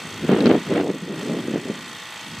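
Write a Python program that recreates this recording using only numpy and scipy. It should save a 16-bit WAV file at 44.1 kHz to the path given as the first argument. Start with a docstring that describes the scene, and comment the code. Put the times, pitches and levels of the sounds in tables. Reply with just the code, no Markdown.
"""Outdoors, a small piston air compressor runs a few metres from the microphone in gusty wind.
Four knocks a turn, one of them faint, ring modes of its housing; air hisses through the valves and
puffs twice a turn; motor tones hum with the shaft. Wind buffets the microphone: shaped noise makes
the flutter, rumble and rasp, short pulses the low thumps, and tiny noise bursts a few crackles."""
import sys
import numpy as np
from scipy import signal
from scipy.fft import rfft, irfft
from scipy.io import wavfile
from scipy.ndimage import uniform_filter1d

SR = 44100
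rng = np.random.default_rng(int(sys.argv[2]) if len(sys.argv) > 2 else 0)


def unload_wav(signal):
    """Save mono or channel-first audio to the path in sys.argv[1] as 16-bit WAV at rate SR, clipped to [-1, 1]."""
    wavfile.write(
        sys.argv[1],
        SR,
        np.round(np.clip(np.atleast_2d(signal).T, -1, 1) * 32767).astype(np.int16),
    )


def voltage_ratio(decibels):
    """Convert decibels (scalar or array-like) to amplitude ratios, 20 dB per decade."""
    exponent = np.asarray(decibels, float) / 20
    return 10 ** exponent


N = 105840  # samples

# knocks in one turn: (gain into low modes [dB], gain into high modes [dB])
KNOCKS = [(0.5, 0), (-20, -9.5), (0.5, 6), (-0.5, 5)]
# housing modes: (frequency [Hz], bandwidth [Hz], gain [dB])
HOUSING_MODES = [(460, 38, -13), (650, 82, -8), (873, 88, 4), (1010, 13, 4.5), (1066, 25, 4),
                 (1212, 74, -2), (1320, 140, -6.5), (1492, 35, -7.5), (1766, 19, -2.5), (1925, 66, 3.5),
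                 (1900, 40, -18.5), (2517, 68, -4.5), (3130, 20, 5), (3568, 55, -0.5)]
# resonances excited by the air flow: (frequency [Hz], bandwidth [Hz], gain [dB])
FLOW_PEAKS = [(1903, 138, 1.5), (2687, 73, -3), (3284, 14, -6.5), (3310, 38, 3.5), (3667, 46, -5.5),
              (3725, 29, -9.5), (4316, 57, -5), (4550, 54, -15.5), (6170, 540, -15), (7920, 290, -10.5),
              (8760, 38, -7.5), (9300, 45, -38), (12000, 58, -10)]
# colour of the valve hiss: (frequency [Hz], relative gain [dB])
HISS_COLOUR = [(180, -54), (300, -51), (446, -40), (477, -23), (631, -3), (663, -17), (1200, 0), (1400, -3),
               (1910, -8.5), (2140, -2), (3190, -5.5), (7780, -17), (15600, -28.5)]
# swells and dips of the hiss: (place in turn [0-1], change before band depth [dB], spread [turns])
PUFFS = [(.07, 10.5, 0.1), (.64, 9.5, 0.06), (.82, -1.5, 0.12)]
# centres of the puff bands: (frequency [Hz], ...)
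PUFF_BANDS = (3500, 5000, 7000, 9500, 13000)
# share of the puff change heard in each band: (share [0-1], ...)
PUFF_DEPTHS = (0.34, 0.41, 0.79, 0.3, 0.37)
# motor tones: (frequency [Hz], rms before the machine level [dB])
MOTOR_TONES = [(484.7, -57.5), (684.2, -62.5), (1482.5, -63.5), (4390, -59)]
# compressor level, used relative to its mean: (time [s], level [dB])
MACHINE_LEVEL = [(0.0, -45.5), (0.05, -46), (0.72, -46.5), (0.88, -50), (1.12, -50), (1.19, -46),
                 (1.65, -48.5), (1.83, -46.5), (2.39, -46), (2.4, -42)]
# side colour of the compressor's air: (frequency [Hz], gain [dB])
AIR_SIDE_COLOUR = [(2300, -70), (2600, -21), (3000, -17.5), (3400, -27), (3900, -20), (4200, -9),
                   (8000, -6.5), (15700, -3)]
# gusts on the microphone: (time [s], level before trim [dB], gain above 350 Hz [dB])
GUSTS = [(0.0, -44, 2), (0.05, -29, -20), (0.09, -37.5, -2), (0.21, -30, -11.5), (0.25, -17.5, -3.5),
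         (0.27, -36, 2), (0.29, -23, 6), (0.29, -12, -2), (0.39, -22.5, 6.5), (0.41, -18.5, 3.5),
         (0.44, -15, 1), (0.47, -12, -4.5), (0.49, -15, 2), (0.51, -19.5, 10.5), (0.57, -16.5, 5),
         (0.59, -23, -6), (0.65, -34, -16), (0.71, -17.5, 2), (0.85, -27.5, 8), (0.91, -24, 5),
         (0.93, -37.5, 2.5), (0.94, -25.5, 1), (1.0, -36, -5), (1.02, -25.5, -9.5), (1.07, -28.5, -11),
         (1.08, -24.5, 0), (1.24, -25.5, -2.5), (1.3, -20, 1), (1.46, -27.5, -6.5), (1.48, -27, -1),
         (1.5, -19.5, -7.5), (1.56, -24.5, 5), (1.62, -36, 1), (1.7, -26.5, 3.5), (1.72, -30, -2),
         (1.82, -35, -9), (2.14, -49, -1), (2.35, -32.5, -11.5), (2.4, -41, -12)]
# colour of the buffeting: (frequency [Hz], relative gain [dB])
BUFFET_COLOUR = [(15, -74), (25, -72), (48, -17), (97, -16), (159, 2.5), (236, 2), (280, 2), (415, -0.5),
                 (637, -13), (824, -29), (1500, -33.5), (1950, -107), (3300, -120)]
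# deep rumble of the wind: (time [s], level before trim [dB])
RUMBLE_LEVEL = [(0.0, -44.5), (0.26, -33), (0.57, -39), (0.62, -50), (0.71, -24), (0.79, -43), (1.17, -49),
                (1.38, -41), (1.48, -45), (1.51, -38), (1.74, -48), (2.19, -54), (2.31, -37.5), (2.4, -43)]
# colour of the rumble: (frequency [Hz], relative gain [dB])
RUMBLE_COLOUR = [(15, -85), (25, -62), (80, -14), (108, -5.5), (145, -7.5), (177, -10), (200, -9),
                 (260, -8), (440, -120)]
# rasp of the wind: (time [s], level before trim [dB])
RASP_LEVEL = [(0.15, -41.5), (0.274, -39), (0.292, -29), (0.448, -35.5), (0.466, -20), (0.484, -35),
              (0.502, -31), (0.646, -41), (0.756, -30.5), (0.816, -37), (0.848, -58), (0.902, -39),
              (0.912, -51), (1.036, -49), (1.262, -39.5), (1.27, -41.5), (1.538, -43.5), (1.542, -40),
              (1.582, -42), (1.588, -53), (1.794, -47), (1.8, -40.5)]
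# colour of the rasp in the middle: (frequency [Hz], relative gain [dB])
RASP_COLOUR = [(400, 8), (800, 2), (1500, 2), (3000, -6), (5000, -24), (8000, -57)]
# colour of the rasp's difference between channels: (frequency [Hz], relative gain [dB])
RASP_SIDE_COLOUR = [(300, -50), (500, -1.5), (1000, -3), (2000, -3), (3500, -5), (5000, -23)]
# thumps: (time [s], size before the wind low cut [dB], frequency [Hz])
THUMPS = [(0.292, -5.5, 383), (0.316, -7.5, 375), (0.404, -14, 315), (0.41, -13, 301), (0.432, -8.5, 358),
          (0.456, -1, 327), (0.465, -4, 301), (0.469, -13, 306), (0.473, -13, 345), (0.513, 1, 368),
          (0.519, -12, 400), (0.543, -17, 363), (0.558, -19, 369), (0.706, -13, 307), (0.716, -10.5, 390),
          (0.76, -9, 327), (0.767, -11, 423), (0.811, -9, 365), (0.849, -15, 331), (0.871, -14, 505),
          (0.901, -11, 342), (1.482, -12.5, 330), (1.543, -19, 303), (1.558, -9, 356), (1.654, -17, 308),
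          (1.698, -13.5, 320)]
# crackles: (time [s], peak in the middle [dB], frequency [Hz])
CRACKLES = [(.4065, -21, 3900), (.4595, -16, 4300), (.4690, -18, 3600), (.5015, -27, 2800),
            (.5120, -25, 2900)]

SHAFT_HZ, SHAFT_WANDER = 28.51, .0004  # turns per second; scale of its fractional drift
KNOCK_START, KNOCK_STEP = .035, .2435  # first knock and spacing, in turns
KNOCK_SCATTER_DB, KNOCK_JITTER_S = 2.55, .00004
MODE_SPLIT_HZ = 1350  # between low and high housing modes
KNOCK_DB, HISS_DB, FLOW_PEAKS_DB = -42.5, -41.5, -49
REPEAT = .78  # share of the clatter kept from turn to turn
CLATTER_TOP_HZ, FREE_DB = 4420, -2  # top of the clatter; gain of the free noise under it
PUFF_SCATTER_DB = 1.3
RIGHT_SHARE = .15  # treble leans right
BUFFET_DB, SKEW = -2.5, .13  # trim; lopsidedness of the pressure swings
EDDY_DB, EDDY_HZ = 3, 140  # depth and rate of the eddies
RASP_DB, RASP_SIDE_DB = -1, -9.5
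RASP_SPLIT_DB, RASP_SPLIT_SOFT_DB = -41.5, 2  # the rasp widens around this table level
THUMP_CYCLES = .61
WIND_CUT_HZ = 137
CRACKLE_S, CRACKLE_WIDTH_HZ = .0009, 1500
LIMIT, LOW_CUT_HZ, TOP_HZ = 1.1, 55, 14300


def curve(table, t):
    """Straight lines through (time, value) rows."""
    return np.interp(t, *np.array(table).T[:2])


def on_log(table, hz):
    """Straight lines on a log-frequency axis, -120 dB outside the table."""
    a = np.array(table)
    log_hz = np.log(np.maximum(a[:, 0], 1))
    return np.interp(np.log(np.maximum(hz, 1)), log_hz, a[:, 1], left=-120, right=-120)


def white():
    """White noise."""
    return rng.standard_normal(N)


def unit(x):
    """Scale to rms 1."""
    return x / np.sqrt(np.mean(x ** 2))


def colour(x, db):
    """Filter by a gain in dB given as a function of frequency."""
    return irfft(rfft(x) * voltage_ratio(db(np.fft.rfftfreq(N, 1 / SR))), N)


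def colour_by(x, table):
    """Filter by a table of frequency and gain."""
    return colour(x, lambda hz: on_log(table, hz))


def above(x, corner, power):
    """Keep what lies above a corner frequency, with a smooth slope below it."""
    return colour(x, lambda hz: -10 * np.log10(1 + (corner / (hz + 1)) ** power))


def ring(x, hz, width):
    """One resonance, gain 1 at its centre."""
    return signal.lfilter(*signal.iirpeak(hz, hz / width, SR), x)


def walk(rate):
    """Random levels held 1 / rate s and slewed twice."""
    k = int(SR / rate)
    held = np.repeat(rng.standard_normal(N // k + 1), k)
    return .85 * uniform_filter1d(uniform_filter1d(held, k), k)[:N]


def knocks(t, turn):
    """Impulses at the same places on every turn ring the housing modes."""
    low, high = np.zeros(N + 2), np.zeros(N + 2)
    turns = np.arange(int(turn[-1]))
    for k, (low_db, high_db) in enumerate(KNOCKS):
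        place = KNOCK_START + k * KNOCK_STEP
        jitter, scatter = rng.standard_normal((len(turns), 2)).T
        when = np.interp(turns + place, turn, t) + KNOCK_JITTER_S * jitter
        at = np.clip(when * SR, 0, N - 1)
        i = at.astype(int)
        for out, db in ((low, low_db), (high, high_db)):
            size = voltage_ratio(db + KNOCK_SCATTER_DB * scatter)
            # share each impulse between two samples for exact timing
            out[i] += size * (1 - at + i)
            out[i + 1] += size * (at - i)
    body = np.zeros(N)
    for k, (hz, width, db) in enumerate(HOUSING_MODES):
        hits = low if hz < MODE_SPLIT_HZ else high
        body += (-1) ** k * voltage_ratio(db) * ring(hits[:N], hz, width)
    return unit(body)


def clatter(turn):
    """Noise that nearly repeats on every turn of the shaft."""
    size = int(SR / SHAFT_HZ)
    fresh = rng.standard_normal((int(turn[-1]) + 22, size))
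    # each row is one turn, mostly a copy of the last; the first 20 settle
    rows = signal.lfilter([np.sqrt(1 - REPEAT ** 2)], [1, -REPEAT], fresh, axis=0)[20:]
    return unit(np.interp(turn * size, np.arange(rows.size), rows.ravel()))


def puffs(steady, turn):
    """The air flow swells and thins at set places in the turn, band by band."""
    out = steady
    for centre, depth in zip(PUFF_BANDS, PUFF_DEPTHS):
        puff_db = 1.02 * walk(20)
        for place, db, length in PUFFS:
            size = depth * db + PUFF_SCATTER_DB * rng.standard_normal(int(turn[-1]) + 3)
            d = turn - place + .5
            puff_db = puff_db + size[d.astype(int) + 1] * np.exp(-.5 * ((d % 1 - .5) / length) ** 2)

        def band_db(hz):
            octave = np.clip(np.log(hz / centre + 1e-6) / np.log(1.4), -1, 1)
            return 20 * np.log10(1e-6 + np.cos(octave * np.pi / 2) ** 2)

        out = out + colour(steady, band_db) * (voltage_ratio(puff_db) - 1)
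    return out


def air(turn):
    """Repeating clatter below and free noise above become hiss and narrow singing resonances."""
    free = colour(white(), lambda hz: FREE_DB / (1 + (hz / CLATTER_TOP_HZ) ** 4))
    repeating = colour(clatter(turn), lambda hz: -10 * np.log10(1 + (hz / CLATTER_TOP_HZ) ** 4))
    noise = above(free, 1500, 4) + repeating
    hiss = unit(colour_by(noise, HISS_COLOUR))
    peaks = unit(sum(voltage_ratio(db) * ring(noise, hz, width) for hz, width, db in FLOW_PEAKS))
    return puffs(voltage_ratio(HISS_DB) * hiss + voltage_ratio(FLOW_PEAKS_DB) * peaks, turn)


def motor_tones(turn):
    """Sines follow the shaft, wavering a little in level and phase."""
    out = np.zeros(N)
    for hz, db in MOTOR_TONES:
        level = np.sqrt(2) * voltage_ratio(db + 1.3 * walk(9.4))
        wobble = .000047 * hz * walk(23.8)
        out += level * np.sin(2 * np.pi * hz * turn / SHAFT_HZ + wobble)
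    return out


def compressor(t):
    """One shaft drives knocks, air and tones; only the treble spreads between the channels."""
    turn = SHAFT_HZ * t + SHAFT_WANDER * np.cumsum(walk(3.91)) * SHAFT_HZ / SR
    mid = voltage_ratio(KNOCK_DB) * knocks(t, turn) + air(turn) + motor_tones(turn)
    side = colour_by(air(turn), AIR_SIDE_COLOUR) - RIGHT_SHARE * above(mid, 4200, 24)
    level = curve(MACHINE_LEVEL, t)
    return voltage_ratio(level - level.mean()) * np.array([mid + side, mid - side])


def buffeting(t, gust_db):
    """Eddies shake the microphone with noise whose pressure swings are lopsided."""
    flutter = unit(colour_by(white() * voltage_ratio(EDDY_DB * walk(EDDY_HZ)), BUFFET_COLOUR))
    tilt_db = curve(np.array(GUSTS)[:, ::2], t)
    flutter = flutter + above(flutter, 350, 6) * (voltage_ratio(tilt_db) - 1)
    return (flutter + SKEW * flutter ** 2) * voltage_ratio(gust_db + BUFFET_DB)


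def rumble(t):
    """Deep noise swells and sinks with the wind."""
    return unit(colour_by(white(), RUMBLE_COLOUR)) * voltage_ratio(curve(RUMBLE_LEVEL, t) - 2.5)


def rasp(t, low, gust_db):
    """Noise bursts out on the pressure peaks and widens as it gets stronger; returns mid and side."""
    level = curve(RASP_LEVEL, t)
    swing = np.abs(low) / voltage_ratio(gust_db)
    drive = voltage_ratio(level + RASP_DB) * unit(.52 + swing) * (t < RASP_LEVEL[-1][0])
    mid = unit(colour_by(white(), RASP_COLOUR)) * drive
    side = unit(colour_by(white(), RASP_SIDE_COLOUR)) * drive
    spread = 1 / (1 + np.exp((RASP_SPLIT_DB - level) / RASP_SPLIT_SOFT_DB)) ** 3
    return mid, side * voltage_ratio(RASP_SIDE_DB) * spread


def thumps(t):
    """Pressure pulses under a bell-shaped envelope, each about a cycle long."""
    out = np.zeros(N)
    for s, db, hz in THUMPS:
        u = (t - s) * hz - .5
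        out += voltage_ratio(db) * np.exp(-.5 * (u / THUMP_CYCLES * 2) ** 2) * np.cos(2 * np.pi * u - .5)
    return out


def crackles(t):
    """Tiny bursts of noise squeezed through three stacked resonances."""
    out = np.zeros(N)
    for s, db, hz in CRACKLES:
        grain = white()
        for width in (CRACKLE_WIDTH_HZ, CRACKLE_WIDTH_HZ, 2 * CRACKLE_WIDTH_HZ):
            grain = ring(grain, hz, width)
        burst = np.exp(-.5 * ((t - s) / CRACKLE_S) ** 2) * grain
        out += voltage_ratio(db) * burst / np.abs(burst).max()
    return out


def wind(t):
    """Buffeting and thumps drive the rasp; rumble and crackles join them."""
    gust_db = curve(GUSTS, t)
    low_cut = signal.butter(3, WIND_CUT_HZ, "high", fs=SR, output="sos")
    low = signal.sosfilt(low_cut, buffeting(t, gust_db) + thumps(t))
    deep = rumble(t)
    mid, side = rasp(t, low, gust_db)
    snaps = crackles(t)
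    mid, side = mid + snaps, side + .5 * snaps  # crackles lean left
    return low + deep + np.array([mid + side, mid - side])


def scene():
    """Compressor and wind."""
    t = np.arange(N) / SR
    return compressor(t) + wind(t)


def roll_off(x):
    """The treble ends steeply here."""
    return signal.sosfilt(signal.butter(12, 15730, fs=SR, output="sos"), x)


def record(dry):
    """Round the loudest peaks, cut the deepest bass and dull the top."""
    low_cut = signal.butter(2, LOW_CUT_HZ, "high", fs=SR, output="sos")
    top_cut = signal.butter(4, TOP_HZ, fs=SR, output="sos")
    rounded = LIMIT * np.tanh(dry / LIMIT)
    mix = signal.sosfilt(top_cut, signal.sosfilt(low_cut, rounded))
    return roll_off(mix)


dry = scene()
out = record(dry)
unload_wav(out)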